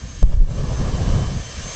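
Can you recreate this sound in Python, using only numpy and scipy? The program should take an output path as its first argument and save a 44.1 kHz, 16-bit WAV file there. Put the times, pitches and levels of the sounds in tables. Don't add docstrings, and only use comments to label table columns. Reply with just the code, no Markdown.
import sys
import numpy as np
from scipy import signal
from scipy.fft import rfft, irfft, next_fast_len
from scipy.io import wavfile
from scipy.ndimage import uniform_filter1d, map_coordinates

SR = 44100
rng = np.random.default_rng(int(sys.argv[2]) if len(sys.argv) > 2 else 0)


def nominal_scale(level):
    x = np.asarray(level, float) / 20
    return 10 ** x


def wav_record(signal):
    frames = np.transpose(np.atleast_2d(signal))
    bounded = np.clip(frames, -1, 1)
    quanta = np.round(bounded * 32767).astype(np.int16)
    wavfile.write(sys.argv[1], SR, quanta)


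N = 77175
TIME_S = np.arange(N) / SR
BURST_S = np.arange(SR // 4) / SR


def unit(x):
    return x / np.sqrt(np.mean(x ** 2) + 1e-20)


def along(points, hz):
    f, v = np.transpose(points)
    return np.interp(np.log(hz + 1), np.log(f + 1), v)


def curves(rows):
    s, *columns = np.transpose(rows)
    return [np.interp(TIME_S, s, column) for column in columns]


def wobble(rate):
    return map_coordinates(rng.standard_normal(N // 50), [TIME_S * rate])


def filtered(x, response):
    m = next_fast_len(len(x) + 8192)
    return irfft(rfft(x, m) * response(np.fft.rfftfreq(m, 1 / SR)), m)[:len(x)]


def rush(spectrum, patchy_db):
    z = signal.stft(rng.standard_normal(N + 512), nperseg=512)[2]
    eddies = uniform_filter1d(rng.standard_normal(z.shape), size=6, axis=0)
    eddies = uniform_filter1d(eddies, size=8, axis=1)
    x = signal.istft(z * nominal_scale(patchy_db * unit(eddies)), nperseg=512)[1][:N]
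    return unit(filtered(x, lambda hz: nominal_scale(along(spectrum, hz))))


def intake_hiss():
    # hz, density_db (per Hz)
    hiss_spectrum = [(160, -44), (280, -5.5), (350, -9), (439, -7.5), (1330, -11.5), (1690, -11.5),
                     (4260, -13.5), (6300, -12), (8000, -15.5), (10400, -43), (17600, -120)]
    return nominal_scale(-43.5 + 0.2 * wobble(26)) * rush(hiss_spectrum, patchy_db=1.15)


def exhaust_rumble():
    # hz, density_db (per Hz)
    rumble_spectrum = [(8.8, -58.5), (15, -10.5), (32, -4.5), (70, -2.5), (102, -8), (171, -9.5),
                       (203, -12), (300, -15), (390, -35.5), (660, -120)]
    fade_db_per_s = -6
    level_db = -31.5 + fade_db_per_s * TIME_S + 0.52 * wobble(42)
    return nominal_scale(level_db) * rush(rumble_spectrum, patchy_db=2.7)


def duct_howl():
    center_hz, width_hz = 1670, 260
    howl = filtered(rng.standard_normal(N), lambda hz: np.exp(-.5 * ((hz - center_hz) / width_hz) ** 2))
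    return nominal_scale(-59.5) * unit(howl)


def blade_whine():
    # time_s, blade_hz
    spool = [(0, 3172), (.23, 3192), (.5, 3130), (.66, 3106), (.86, 3086), (1.1, 3070), (1.28, 3068),
             (1.42, 3102), (1.6, 3138), (1.75, 3166)]
    # time_s, blade_db, octave_db
    fading = [(0, -53.5, -51), (.13, -67.5, -50.5), (.23, -53, -52), (.3, -66, -62.5), (.46, -73, -67),
              (.52, -58, -52), (.66, -59.5, -58.5), (.78, -61, -49), (.86, -59, -69), (.97, -54, -74),
              (1.04, -69, -59), (1.12, -54.5, -57.5), (1.27, -52, -56), (1.33, -61.5, -56),
              (1.42, -62.5, -53.5), (1.52, -52, -57), (1.6, -60, -53), (1.75, -65.5, -45)]
    blade_hz, = curves(spool)
    blade_db, octave_db = curves(fading)
    phase = 2 * np.pi * np.cumsum(blade_hz + 5 * wobble(50)) / SR
    blade = nominal_scale(blade_db + 5 + 1.56 * wobble(27.83)) * np.sin(phase)
    octave = nominal_scale(octave_db + 4 + 2.6 * wobble(45)) * np.sin(2 * phase)
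    return blade + octave


def flame():
    # time_s, strength_db, brightness_db
    burning = [(.225, -80, -12), (.245, -21, -12), (.44, -21, -12), (.54, -25, -4), (.75, -26, -1),
               (1.0, -28, .5), (1.17, -26, .5), (1.37, -31, -3), (1.48, -58, -3)]
    # hz, density_db (per Hz)
    roar_spectrum = [(8.8, -20), (15, -4), (49, -5.5), (140, 0), (400, -15.5), (661, -22), (849, -20.5),
                     (2260, -38.5), (6000, -41), (7800, -76), (13200, -120)]
    split_hz, deep_hz = 270, 80
    strength_db, bright_db = curves(burning)
    lumps_db = 0.7 * wobble(17.57) + 1.33 * wobble(40)
    roar = rush(roar_spectrum, patchy_db=1.0)
    low = filtered(roar, lambda hz: 1 / (1 + (hz / split_hz) ** 2))
    fizz = roar - low
    settled = np.clip((TIME_S - .42) / 0.073, 0, 1)
    deep = filtered(low, lambda hz: 1 / (1 + (hz / deep_hz) ** 4))
    low = low - (1 - nominal_scale(-12 * (0.5 - settled))) * deep
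    return nominal_scale(strength_db + lumps_db) * low + nominal_scale(strength_db + bright_db + 0.43 * lumps_db) * fizz


def place(out, start_s, event):
    out[round(start_s * SR):][:len(event)] += event


def ignition_shock(out):
    rise_s, fall_s = .0004, .0008
    place(out, .2282, -nominal_scale(2) * (np.exp(-BURST_S / fall_s) - np.exp(-BURST_S / rise_s)))


def pressure_swings(out):
    # start_s, peak_db, pitch_hz, t60_s, rise_s
    arrivals = [
        (.2215, -7, 66, .07, .002),
        (.2287, 11.5, 50, .12, .0014),
        (.252, 1, 17, .28, .004),
        (.288, -8, 85, .04, .001),
        (.3395, 3, 29, .09, .0007),
        (.369, 8.5, 66, .065, .005),
        (.384, 20, 34, .15, .02),
    ]
    pushes = (False, False, False, True, True, False, False)
    sag = 6
    for (start_s, peak_db, pitch_hz, t60_s, rise_s), push in zip(arrivals, pushes):
        cycles = pitch_hz * (1 - np.exp(-sag * BURST_S)) / sag
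        envelope = nominal_scale(peak_db - 60 * BURST_S / t60_s) * (1 - np.exp(-BURST_S / rise_s)) ** 2
        swing = np.sin(2 * np.pi * cycles) * envelope
        place(out, start_s, swing if push else -swing)


def noisy_fronts(out):
    # start_s, peak_db, rise_s, t60_s, center_hz
    fronts = [
        (.2283, -27, .0004, .012, 5600),
        (.318, -24, .015, .1, 570),
    ]
    q = 0.63
    for start_s, peak_db, rise_s, t60_s, center_hz in fronts:
        def band(hz):
            detune = hz / center_hz - center_hz / (hz + 1)
            return 1 / (1 + (q * detune) ** 2)
        puff = unit(filtered(rng.standard_normal(len(BURST_S)), band))
        envelope = nominal_scale(peak_db - 60 * BURST_S / t60_s) * (1 - np.exp(-BURST_S / rise_s))
        place(out, start_s, puff * envelope)


def boom():
    out = np.zeros(N)
    ignition_shock(out)
    pressure_swings(out)
    noisy_fronts(out)
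    return out


def off_ground(hz):
    delay_s, strength, dull_hz = .00175, .45, 2500
    return 1 + strength * np.exp(-2j * np.pi * hz * delay_s) / (1 + (hz / dull_hz) ** 2)


def scene():
    turbine = blade_whine() + intake_hiss() + exhaust_rumble() + duct_howl()
    return filtered(turbine + flame() + boom(), off_ground)[None]


def top_cut(x):
    return signal.sosfilt(signal.butter(12, 8990, fs=SR, output="sos"), x)


def record(dry):
    # time_s, gain_db
    gain_control = [(0, -1), (.229, 0), (.232, -5), (.244, -11), (.29, -7), (.34, -4.5), (.356, -9),
                    (.41, -10), (.46, -10), (.5, -4), (.58, 0), (.8, 3), (1.1, 5), (1.3, 4), (1.5, 6),
                    (1.75, 9)]
    top_hz, order, clip = 7910, 15.4, .705
    gain_db, = curves(gain_control)
    x = filtered(dry[0], lambda hz: 1 / np.sqrt(1 + (hz / top_hz) ** (2 * order)))
    x = x * nominal_scale(gain_db)
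    return top_cut(np.clip(x, -clip, clip)[None])


dry = scene()
out = record(dry)
wav_record(out)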